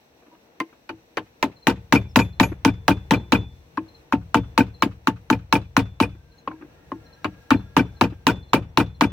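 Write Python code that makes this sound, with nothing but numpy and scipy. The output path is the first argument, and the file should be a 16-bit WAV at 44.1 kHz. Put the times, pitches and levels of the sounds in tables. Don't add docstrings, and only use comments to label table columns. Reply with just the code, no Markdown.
import sys
import numpy as np
from scipy import signal
from scipy.fft import rfft, irfft, next_fast_len
from scipy.io import wavfile
from scipy.ndimage import uniform_filter1d, map_coordinates

SR = 44100
rng = np.random.default_rng(int(sys.argv[2]) if len(sys.argv) > 2 else 0)


def how_loud(loudness_db):
    steps = np.asarray(loudness_db, float) / 20
    return 10 ** steps


def pcm_store(signal):
    levels = np.round(np.clip(np.atleast_2d(signal), -1, 1) * 32767)
    wavfile.write(sys.argv[1], SR, levels.astype(np.int16).T)


N = 402191


def along(points, hz):
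    f, v = np.transpose(points)
    return np.interp(np.log(hz + 1), np.log(f + 1), v)


def at(s, points):
    return np.interp(s, *np.transpose(points))


def nearest(s, rows):
    return min(rows, key=lambda row: abs(row[0] - s))[1:]


def unit(x):
    return x / np.sqrt(np.mean(x ** 2) + 1e-20)


def wobble(rate_hz):
    knots = rng.standard_normal(int(N * rate_hz / SR) + 4)
    return map_coordinates(knots, [np.arange(N) * rate_hz / SR])


def sine(hz, t):
    return np.sin(2 * np.pi * hz * t)


def glide(hz):
    return np.sin(2 * np.pi * np.cumsum(hz) / SR)


def filtered(x, response):
    n = x.shape[-1]
    m = next_fast_len(n + 4096)
    return irfft(rfft(x, m) * response(np.fft.rfftfreq(m, 1 / SR)), m)[..., :n]


def add(track, s, sound):
    part = track[..., round(s * SR):][..., :sound.shape[-1]]
    part += sound[..., :part.shape[-1]]


def noise(size, spectrum, alike):
    def mid_side(hz):
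        turn = np.arccos(np.clip(along(alike, hz), -1, 1)) / 2
        return how_loud(along(spectrum, hz)) * [np.cos(turn), np.sin(turn)]

    mid, side = filtered(rng.standard_normal((2, size)), mid_side)
    return unit(np.array([mid + side, mid - side]))


# t/s, rumble/dB, drone/dB, hiss/dB
YARD = [(0.0, -67, -55.5, -71), (1.399, -62, -55.5, -70), (2.439, -50.5, -53.5, -72.5),
        (4.001, -52, -53.5, -70), (6.069, -56, -56.5, -73.5), (6.9, -51.5, -52.5, -70),
        (7.6, -55, -52.5, -69), (9.12, -51.5, -55.5, -77)]
# f/Hz, density/dB
RUMBLE = [(20,-18),(40,-1),(70,2.5),(110,-3.5),(160,0),(300,-46.5)]
DRONE = [(71, -46), (120, -23.5), (236, -8), (393, -9.5), (421, -21.5), (459, -1.5), (499, -11.5),
         (866, -14), (1250, -21.5), (1750, -20.5), (2100, -22.5), (3500, -29), (4550, -55.5), (7700, -120)]
HISS = [(1500, -12), (2700, -2), (3130, -12), (3920, -3.5), (4010, -5), (4420, -6), (4820, -13),
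        (5710, -6.5), (6080, -5), (6650, -21), (7620, -11.5), (8800, -22), (15200, -13.5), (16000, -16),
        (17000, -44.5)]
# f/Hz, left-right likeness; f/Hz, left-right level/dB
FAR = [(60, 0.88), (180, 0.99), (550, 0.54), (1650, -0.34), (4970, -0.17), (15000, -0.22)]
FAR_LEAN = [(60, -1), (180, 4.5), (550, 2.5), (1650, 2), (4970, -0.5), (15000, -5)]


def yard():
    s, *levels = np.transpose(YARD)
    rumble_db, drone_db, hiss_db = [np.interp(np.arange(N) / SR, s, db) for db in levels]
    rumble = how_loud(rumble_db - 2.6 + 2.6 * wobble(12.0)) * noise(N, RUMBLE, FAR)
    drone = how_loud(drone_db - 3.0 + 0.96 * wobble(8.9)) * noise(N, DRONE, FAR)
    hiss = how_loud(hiss_db + 5.0 + 0.7 * wobble(16)) * noise(N, HISS, FAR)
    lean = lambda hz: (hz < 15900) * how_loud(along(FAR_LEAN, hz) * np.array([[.5], [-.5]]))
    return filtered(rumble + drone + hiss, lean)


# t/s, f/Hz, level/dB
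WHINE = [(5.9,1500,-85),(6.2,1550,-71),(6.6,1640,-68),(6.9,1680,-68),(7.1,1620,-65),(7.47,1645,-64),(7.7,1640,-62),(7.9,1620,-66),(8.17,1590,-66),(8.3,1600,-85)]
# pitch ratio, level/dB, from t/s, to t/s
WHINE_SIDES = [(0.835,-2.5,6.6,8.1),(1.11,-4,6.75,7.2)]


def machine():
    t = np.arange(N) / SR
    s, hz, db = np.transpose(WHINE)

    def tone(ratio):
        level = (1 + 0.5 * wobble(80)) * how_loud(1.5 * wobble(12))
        return level * glide(ratio * np.interp(t, s, hz) + 22 * wobble(90))

    tones = tone(1)
    for ratio, side_db, start, stop in WHINE_SIDES:
        gate = np.interp(t, [start - 0.1, start, stop, stop + 0.11], [0, 1, 1, 0])
        tones = tones + how_loud(side_db) * gate * tone(ratio)
    return how_loud(np.interp(t, s, db, -120, -120)) * tones


# t/s, start f/Hz, end f/Hz, length/s, level/dB
TWEETS = [(2.086,5100,5830,.022,-59),(2.105,5320,5150,.022,-57),(6.374,6640,6540,0.038,-67)]


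def birds():
    out, t = np.zeros(N), np.arange(SR // 8) / SR
    for s, start_hz, end_hz, length_s, db in TWEETS:
        u = np.clip(t / length_s, 0, 1)
        add(out, s, how_loud(db) * np.sin(np.pi * u) * glide(start_hz + (end_hz - start_hz) * u))
    return out * how_loud([[1.5], [-1.5]])


# t/s, level/dB
CHIRPS = [(1.562,-53),(1.624,-49),(2.327,-55),(2.386,-61),(3.162,-51),(3.881,-52.5),(3.944,-49),(4.741,-49.5),(4.802,-51),(5.514,-54),(6.315,-58.5),(6.378,-53.5),(7.058,-54.5),(7.125,-51.5),(7.565,-50),(7.963,-54.5),(8.425,-55.5),(8.487,-55),(8.885,-68),(8.944,-57)]
# wait/s, level/dB
CHIRP_ECHOES = [(.017, -9), (.04, -15)]


def crickets():
    out, t = np.zeros(N), np.arange(SR // 8) / SR
    rise_s, fall_s = 0.0125, 0.004
    fall = 0.6 * np.exp(-((t - rise_s) / fall_s) ** 2) + 0.4 * np.exp(-(t / 0.029) ** 8)
    swell = np.where(t < rise_s, (t / rise_s) ** 1.3, fall)
    for s, db in CHIRPS:
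        call = how_loud(db + 2) * swell * np.sin(2 * np.pi * (4280 * t - 4800 * t ** 2))
        for wait_s, drop_db in [(0, 0)] + CHIRP_ECHOES:
            add(out, s - 0.0035 + wait_s * rng.uniform(0.9, 1.1), how_loud(drop_db) * call)
    clock = np.arange(N) / SR
    pulses = np.maximum(np.cos(2 * np.pi * 11 * (clock - 6.965)), 0) ** 2 * (clock > 6.9)
    chorus = unit(filtered(rng.standard_normal(N), lambda hz: np.exp(-((hz - 5650) / 70) ** 2)))
    return out * how_loud([[1.5], [-1.5]]) + how_loud(-75.0 + 3.2 * wobble(2.8)) * pulses * chorus


def echoes(x):
    t = np.arange(SR // 3) / SR
    tail = how_loud(-46 - 60 * t / 0.19) * (t > 0.02)
    wall = how_loud(-55.5 - 60 * (t - 0.088) / 0.09) * (t > 0.088)
    band = lambda hz: (hz / 1300) ** 2 / (1 + (hz / 1300) ** 2) / (1 + (hz / 5000) ** 2)
    response = (tail + wall) * rng.standard_normal((2, len(t)))
    return signal.fftconvolve(filtered(x, band), response, axes=1)[:, :N]


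def ring(modes, attack_s, scatter_db, spread, wide=0.22):
    hz, db, t60 = np.transpose(modes)[:, :, None]
    t = np.arange(int(SR * min(t60.max(), 0.6))) / SR
    strength, detune, phase = rng.standard_normal((3, len(modes), 1))
    skew = wide * hz / 2000 * phase * np.array([1, -1])[:, None, None]
    level_db = db + np.clip(scatter_db, 0, 2.5) * np.clip(strength, -2, 1) - 60 * t / t60
    tones = how_loud(level_db) * np.sin(2 * np.pi * hz * (1 + spread * detune) * t + skew)
    end_fade = np.minimum(1, 4 - 4 * t / t[-1])
    return tones.sum(1) * (1 - np.exp(-t / attack_s)) * end_fade


# f/Hz, density/dB
SCATTER = [(59, -40), (100, -12), (319, -9.5), (648, -9.5), (914, -9.5), (1110, -8), (1560, -11.5),
           (2160, -20.5), (2460, -14.5), (3610, -27), (4580, -31.5), (5800, -35), (9500, -43), (14600, -43),
           (15900, -41), (17000, -106)]
# f/Hz, t60/s
FADE = [(100,0.38),(300,0.25),(1000,0.12),(3000,0.14),(8000,0.12),(15000,0.105)]
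# f/Hz, left-right likeness
NEAR = [(60,1),(300,.98),(700,.75),(1650,.4),(5000,.2),(15000,.2)]


def scatter(tilt_db, speed, bass_db):
    hz, t, z = signal.stft(noise(SR // 3, SCATTER, NEAR), SR, nperseg=128)
    slope_db = tilt_db * np.clip(np.log2(hz / 2000 + 1e-3) / 2, 0, 1) + bass_db * (hz < 200)
    lumps = uniform_filter1d(rng.standard_normal(z.shape[1:]), size=2, axis=0)
    lumps = unit(uniform_filter1d(lumps, size=4, axis=1))
    decay_db = 60 * speed * t / along(FADE, hz)[:, None]
    z = z * how_loud(slope_db[:, None] + 4.5 * np.minimum(lumps, 1.6) - decay_db)
    tail = signal.istft(z, SR, nperseg=128)[1]
    return tail * (1 - np.exp(-np.arange(tail.shape[1]) / SR / 0.0023))


# t/s, handle ring extra/dB, stand sway extra/dB, blade shiver/dB
SHARES = [(0.6, -1, -16, -34), (0.89, -0.5, 3, -36), (1.17, -2.5, -2.5, -28.5), (1.43, 0.5, -1, -34.5),
          (1.67, -1, -1.5, -41.5), (1.92, 0.5, 1, -20), (2.16, -3, 4.0, -26.5), (2.4, 0.5, 2.0, -23.5),
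          (2.65, -0.5, 1.5, -40), (2.88, -1.5, 2, -30), (3.11, 2, -1.5, -38.5), (3.32, -0.5, 1.5, -20.5),
          (3.77, 0, 10.5, -40.5), (4.12, -1.5, 0.5, -34.5), (4.34, 1.5, 1.5, -25.5), (4.58, 2.5, -1, -25.5),
          (4.82, -1, -2.5, -22.5), (5.07, -4, -4, -28), (5.3, -1.5, 2, -38.5), (5.53, 2.5, -1, -21),
          (5.77, -3, 1.5, -28), (6.0, -4, 1, -24), (6.48, -4, 6, -48), (6.92, 14, 13.5, -71),
          (7.24, -3.5, 11.5, -30), (7.51, -3, -0.5, -26), (7.77, -5, -1, -26.5), (8.01, -7, -1, -22),
          (8.27, 0.5, -1.5, -27.5), (8.53, -3.5, -0.5, -20), (8.77, 3.5, 1.5, -28),
          (9.01, -5.5, -0.5, -22.5)]


def shares(s):
    return nearest(s, SHARES)


# t/s, jaw/dB, screw bar/dB, plate/dB
CLANKS = [(1.6955, -23, -60, -71.5), (1.9501, -20, -49.5, -70.5), (2.19, -18.5, -46, -52.5),
          (2.43, -22, -58, -53.5), (2.678, -28, -50.5, -86), (2.9074, -26.5, -49, -51.5),
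          (3.1368, -23.5, -46.5, -71.5), (3.349, -28, -41.5, -70.5), (4.3678, -29.5, -53, -79),
          (4.6059, -30.5, -61, -65.5), (5.3261, -26, -74.5, -84), (5.5545, -24, -58, -48.5),
          (5.7921, -25.5, -50, -63), (6.0249, -23, -56, -46), (7.531, -35, -52.5, -81),
          (7.793, -26.5, -54.5, -65), (8.0376, -25.5, -63.5, -72), (8.297, -25.5, -44.5, -72),
          (8.5591, -34, -60, -51.5), (8.8012, -23.5, -51, -50.5), (9.036, -24.5, -47.5, -52)]
# t/s, peak/dB
JAW_NOTES = [(1.6972, -25), (1.9569, -13), (1.9661, -15.5), (1.9761, -36), (2.1902, -25.5), (2.1991, -17.5),
             (2.2159, -18.5), (2.4335, -13), (2.6763, -20), (2.6838, -22), (2.913, -19.5), (3.1356, -18),
             (3.1433, -22.5), (3.3529, -16), (4.3702, -25.5), (4.6069, -18.5), (5.3279, -18.5),
             (5.5531, -16.5), (5.7879, -27), (6.0261, -27), (6.0329, -17.5), (7.533, -26), (7.7924, -19),
             (8.0387, -27), (8.2867, -22), (8.297, -28), (8.559, -23.5), (8.7946, -25), (8.8037, -18.5),
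             (9.035, -22)]
# t/s, peak/dB
JAW_KNOCKS = [(1.696, -19), (1.953, -15.5), (2.192, -23.5), (2.677, -18), (2.907, -17.5), (3.349, -21.5),
              (4.604, -16.5), (7.794, -13), (8.287, -14), (8.297, -14.5), (8.801, -26)]
# t/s, level/dB
PIN_JUMPS = [(1.949, -60.5), (2.191, -50), (2.429, -47.5)]
# f/Hz, level/dB, t60/s
NOTE = [(2408, -1, 0.045), (2484, -4.5, 0.033)]
KNOCK = [(1490, -1.5, 0.032)]
STAND = [(48.8,-18.5,0.74),(70.13,-9,0.59),(87.3,-20,0.94),(96.1,-5.5,0.36),(108.3,2.5,0.27),(127.4,-13.5,0.52),(177.5,-5.5,0.31),(201.9,3,0.16),(285.3,4,.15)]
JAW = [(470,-10,.08),(915,-5,.06),(1520,-10,.035),(1976,-18,.05),(2580,-12,.03),(2955,-12,.03),(4550,-20,.04),(5350,-19,.04)]
BAR = [(3490,0,.43),(6218,-18,.25)]
PLATE = [(8866,1,.09),(9001,-5,.08),(12700,-15,.06),(14300,-11,.08),(15150,-15,.05)]
PIN = [(6218,-6,.2),(6520,2,.06),(6853,9,.09),(7887,-3,.12),(9900,-6,.08),(11350,0,.17)]


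def vise():
    out = np.zeros((2, N))
    snap = how_loud(-60 * np.arange(SR // 50) / SR / 0.0068)
    sways = [(s, -27.5 + 0.97 * (force_db + 22.5)) for s, force_db, *_ in BLOWS]
    sways += [(s, force_db - 22) for s, force_db, *_ in TAPS]
    for s, stand_db in sways:
        sway = ring(STAND, attack_s=0.018, scatter_db=1.5, spread=0.03)
        add(out, s + 0.009, how_loud(stand_db + shares(s)[1] + 11.5) * sway)
    for rows, modes in [(JAW_NOTES, NOTE), (JAW_KNOCKS, KNOCK)]:
        for s, db in rows:
            add(out, s, how_loud(db + 5.5) * ring(modes, attack_s=0.0026, scatter_db=2.0, spread=0.014))
    for s, pin_db in PIN_JUMPS:
        add(out, s, how_loud(pin_db + 10.5) * ring(PIN, attack_s=0.0041, scatter_db=-2.3, spread=0.00017))
    for s, jaw_db, bar_db, plate_db in CLANKS:
        add(out, s, how_loud(bar_db + 5.0) * ring(BAR, attack_s=0.011, scatter_db=-3.8, spread=0.00037))
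        plate = ring(PLATE, attack_s=0.014, scatter_db=6.0, spread=0.0004)
        add(out, s - 0.018, how_loud(plate_db + 20.5) * plate)
        add(out, s, how_loud(jaw_db + 1) * noise(len(snap), CRACK, NEAR) * snap)
        add(out, s, how_loud(jaw_db + 1.5) * scatter(4, speed=1.5, bass_db=-9))
        for wait_s, drop_db in [(0, -1.5), (0.007, -3), (0.02, -14)]:
            late_s = wait_s * rng.uniform(0.92, 0.96)
            bounce = ring(JAW, attack_s=0.002, scatter_db=1.5, spread=0.008)
            add(out, s + late_s, how_loud(jaw_db + 9 + drop_db) * bounce)
    return out


def thud(hz):
    t = np.arange(SR // 8) / SR - 0.008
    swell = np.where(t < 0, np.exp(-(t / 0.0045) ** 2), how_loud(-60 * np.abs(t) / 0.032))
    return swell * np.cos(2 * np.pi * hz * (1 + 0.013 * rng.standard_normal()) * t + 0.61)


# t/s, peak/dB, thud/dB
NUDGES = [(0.223, -44, -19), (0.263, -44, -1), (0.28, -53, 12), (0.325, -44, -3), (0.344, -45, 0),
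          (0.726, -39, -11), (2.518, -28.5, 9.5), (6.148, -43, 4), (6.511, -30, -2.5), (6.61, -38, 5.5),
          (6.621, -35.5, -4), (6.627, -49.5, 20), (6.647, -50, 17.5), (8.122, -35.5, 9)]
# t/s, f/Hz, level/dB, t60/s
SCRAPES = [(.218, 486, -48, 0.12), (.314, 963, -50, 0.17), (.725, 1560, -50, 0.03),
           (6.506, 1030, -31, 0.079), (6.51, 2260, -45, 0.067), (6.53, 936, -41.5, 0.099)]
# t/s, level/dB
FREE_RINGS = [(.602, -11), (0.891, -44), (1.173, -15.5), (1.4306, -15)]
# f/Hz, level/dB, t60/s
BLADE = [(1034, -6, 0.065), (1863, -5, 0.026), (2075, -8, 0.045)]


def blade():
    out = np.zeros((2, N))
    for s, db, thud_db in NUDGES:
        add(out, s, how_loud(db - 7.5) * scatter(-15, speed=1.83, bass_db=-8.0))
        add(out, s - 0.003, how_loud(db + thud_db - 3.5) * thud(hz=310))
    for s, db in FREE_RINGS:
        add(out, s, how_loud(db) * ring(BLADE, attack_s=0.0016, scatter_db=12.5, spread=0.0043))
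    for s, hz, db, t60 in SCRAPES:
        add(out, s, how_loud(db) * ring([(hz, 0, t60)], attack_s=0.005, scatter_db=7.0, spread=0.0045))
    return out


# t/s, wait/s
THUD_WAIT = [(1.2, .01), (1.43, .0185), (1.92, .015), (2.16, .015), (3.33, .0144), (3.77, .0105),
             (4.12, .0171), (4.35, .0153), (4.8, .0144), (6.0, .0143), (6.4, .009), (7.25, .0105),
             (7.5, .0172), (7.77, .0148), (9.1, .0138)]
# wait/s, level under it/dB
BLOW_CHATTER = [(0.0147, -13.5)]
TAP_CHATTER = [(.007, -28.5), (0.022, -12), (0.033, -19)]
# t/s, peak/dB
REBOUNDS = [(1.6991, -16.5), (1.7128, -13), (1.9677, -9.5), (2.194, -9), (2.6863, -8.5), (2.9094, -20.5),
            (2.9162, -10), (3.137, -8.5), (3.372, -34), (4.373, -9.5), (4.3903, -16.5), (4.609, -5),
            (4.617, -10.5), (4.8656, -12), (5.3313, -8), (5.565, -14), (5.803, -18.5), (6.543, -37),
            (7.539, -16), (7.551, -9), (7.797, -19), (7.809, -6), (8.045, -21.5), (8.0565, -14.5),
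            (8.303, -14), (8.5817, -18.5), (8.8051, -12), (8.8175, -12), (9.04, -11), (9.0543, -13)]
# t/s, f/Hz, level/dB, t60/s
TAP_NOTES = [(1.172, 463, -17.5, 0.047), (3.777, 1070, -12, 0.034), (3.774, 1600, -28, 0.032),
             (6.475, 1080, -20.5, 0.052), (6.918, 1067, -20.5, 0.041), (6.918, 566, -25.5, 0.033)]
# t/s, f/Hz, level/dB, t60/s
HUMS = [(.606, 325, -22.5, 0.14), (0.897, 327, -29.5, 0.2), (1.176, 315, -20.5, 0.11),
        (1.432, 297, -30, 0.21), (3.778, 321.7, -25, 0.21), (6.482, 315.6, -31.5, 0.34),
        (6.923, 322, -23, 0.17), (7.249, 310, -26.5, 0.19)]


def handle():
    out = np.zeros((2, N))
    thuds = []
    for rows, chatter in [(BLOWS, BLOW_CHATTER), (TAPS, TAP_CHATTER)]:
        for s, *_, thud_db in rows:
            for wait_s, drop_db in [(0, 0)] + chatter:
                thuds.append((s + at(s, THUD_WAIT) + wait_s, thud_db + drop_db))
    for s, db in thuds + REBOUNDS:
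        add(out, s - 0.0075, how_loud(db) * thud(hz=262 - 1.5 * db))
    for s, hz, db, t60 in TAP_NOTES:
        add(out, s, how_loud(db) * ring([(hz, 0, t60)], attack_s=0.00064, scatter_db=-1.5, spread=0.002))
    for s, hz, db, t60 in HUMS:
        add(out, s, how_loud(db) * ring([(hz, 0, t60)], attack_s=0.005, scatter_db=7.0, spread=0.0045))
    return out


# t/s, force/dB, butt/dB, tick/dB, handle thud/dB
BLOWS = [(1.67, -24, -24, -18, -6.5), (1.9245, -22, -11, -18.5, -2.5), (2.159, -23, -7, -15.5, -2),
         (2.3992, -23, -8.5, -19, -2.5), (2.6495, -24, -12, -19.5, -3.5), (2.8803, -23, -8.5, -19.5, -6.5),
         (3.109, -22, -14, -22, -10.5), (3.3214, -21.5, -16, -22.5, -4), (4.124, -27, -11.5, -32.5, -7.5),
         (4.3445, -24.5, -11, -25.5, -6.5), (4.5777, -23, -7.5, -20, -5), (4.823, -25, -7, -21.5, -10.5),
         (5.072, -27, -11.5, -24.5, -7.5), (5.301, -27, -13.5, -22.5, -5.5), (5.5262, -23.5, -7, -18.5, -8),
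         (5.7667, -24.5, -9, -19.5, -6), (6.0013, -25.5, -13, -25, -5.5), (7.5059, -22.5, -10.5, -27, -4),
         (7.7661, -22.5, -7.5, -21.5, -5), (8.0113, -24, -10.5, -23, -7), (8.2683, -22.5, -8, -18.5, -7),
         (8.533, -23, -6.5, -20.5, -7), (8.7735, -24, -7.5, -20, -7.5), (9.0098, -23.5, -10.5, -23, -8)]
TAPS = [(0.6016, -34, -47, -34.5, -21.5), (0.8917, -34.5, -47, -42.5, -26.5),
        (1.1711, -30, -48, -33.5, -31.5), (1.427, -25.5, -12.5, -25, -11.5),
        (3.7733, -36, -28.5, -48.5, -17.5), (6.4755, -36, -23, -50.5, -27),
        (6.9179, -42.5, -24, -55.5, -20), (7.2447, -29.5, -16, -38.5, -19.5)]
# t/s, f/Hz
BUTT = [(0.6, 978), (4.6, 1018), (4.82, 1043), (5.06, 1114), (5.31, 1266), (5.5, 1025), (7.25, 1072),
        (7.5, 1310), (7.75, 990), (9.1, 1033)]
# t/s, share
OVERTONE = [(1.7,0.42),(2.3,0.6),(3.6,0.077)]
# t/s, wait/s
BUTT_LAG = [(3.4, .0014), (3.7, .00035)]
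# t/s, f/Hz, level re butt/dB
SLAP = [(1.9, 1840, -6), (2.16, 1495, -9.5), (2.4, 1522, -4), (2.65, 1904, -10), (2.9, 1553, -10),
        (3.3, 1870, 3), (4.12, 1450, -2.5), (4.35, 1470, 4.5), (4.58, 1454, -3), (4.82, 1310, -2),
        (5.07, 1397, 0), (5.3, 1486, 0.5), (5.55, 1520, -9.5), (6.0, 1330, -5), (7.5, 1570, -11.5),
        (7.77, 1266, -4), (9.0, 1300, -7)]
# f/Hz, density/dB
CRACK = [(880, -31), (1500, -12), (2810, -12.5), (3410, -25), (4020, -10), (4440, -25.5), (6090, -20.5),
         (9510, -59.5), (10900, -39.5), (15000, -48.5), (17000, -65.5)]
# f/Hz, level/dB, t60/s
SHANK = [(1530, -6.5, 0.042), (1600, -3.5, 0.059), (1730, -7.5, 0.035), (1960, -8.5, 0.017),
         (2275, -1.5, 0.032), (2325, 0, 0.044), (2613, 0.5, 0.047), (2930, -4.5, 0.051),
         (2930, -6.5, 0.055), (3670, -16.5, 0.07), (4600, -10.5, .05)]
HANDLE = [(468,-7,0.12),(735,-12,0.12),(891.2,11,0.072),(1030,-14,0.05),(1430,-10.5,0.02)]


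def hammer():
    out, t = np.zeros((2, N)), np.arange(SR // 12) / SR
    knock = (t / 0.0012) ** 2 * np.exp(2 - 2 * t / 0.0012)
    for row in BLOWS + TAPS:
        s, force_db, butt_db, tick_db, _ = row
        tick = noise(len(t), CRACK, NEAR) * how_loud(-60 * t / 0.011)
        add(out, s, how_loud(tick_db + 12.0) * tick)

        slap_hz, slap_db = nearest(s, SLAP)
        add(out, s, how_loud(butt_db + slap_db) * sine(slap_hz, t) * knock)

        hz = at(s, BUTT)
        butt = sine(hz, t) + at(s, OVERTONE) * sine(1.9 * hz, t) * np.exp(-t / 0.014)
        linger_db = -12 - 0.6 * min(force_db + 25, 0) - 60 * t / 0.055
        linger = how_loud(linger_db) * (1 - np.exp(-t / 0.003))
        add(out, s + at(s, BUTT_LAG), how_loud(butt_db + 2) * butt * (knock + linger))

        more_db, _, shiver_db = shares(s)
        shiver = ring(SHANK, attack_s=0.0017, scatter_db=4.0, spread=0.016, wide=1.1)
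        add(out, s + 0.001, how_loud(shiver_db + 4.0) * shiver)

        ring_db = -25 if row in BLOWS else -21 + 2.1 * (force_db + 22.5)
        handle_ring = ring(HANDLE, attack_s=0.023, scatter_db=5.0, spread=0.0023)
        add(out, s, how_loud(ring_db + more_db + 13.5) * handle_ring)

        over_db = force_db + 30.0
        tilt_db = tick_db - force_db + 4.0
        rattle = scatter(tilt_db, speed=1.85 - 0.076 * over_db, bass_db=2.17 * over_db - 13.0)
        add(out, s, how_loud(force_db + 10.0) * rattle)
    return out


# f/Hz, left-right level/dB
LEAN = [(60, 2), (110, 2.5), (200, 3), (380, 2.5), (650, 4.5), (890, -1.5), (1290, 3), (2380, 2),
        (4400, -2), (8120, -4.5), (15000, -10.5)]
# f/Hz, left lead/rad
LEAD = [(0,0),(880,-.25),(1300,.2),(2700,.7),(4400,-.8),(15000,-3)]


def scene():
    def ports(hz):
        lead = np.exp(1j * at(hz, LEAD) * [[1], [0]])
        return how_loud(along(LEAN, hz) * np.array([[.5], [-.5]])) * lead

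    bench = hammer() + handle() + blade() + vise()
    return filtered(bench, ports) + echoes(bench) + crickets() + birds() + machine() + yard()


def low_pass(x):
    return signal.sosfilt(signal.butter(12, 17120, fs=SR, output="sos"), x)


def record(dry):
    rounded = dry / (1 + np.abs(dry / 1.02) ** 6) ** (1 / 6)
    mix = filtered(rounded, lambda hz: (hz < 16900) * hz ** 2 / (hz ** 2 + 35 ** 2))
    return low_pass(mix)


dry = scene()
out = record(dry)
pcm_store(out)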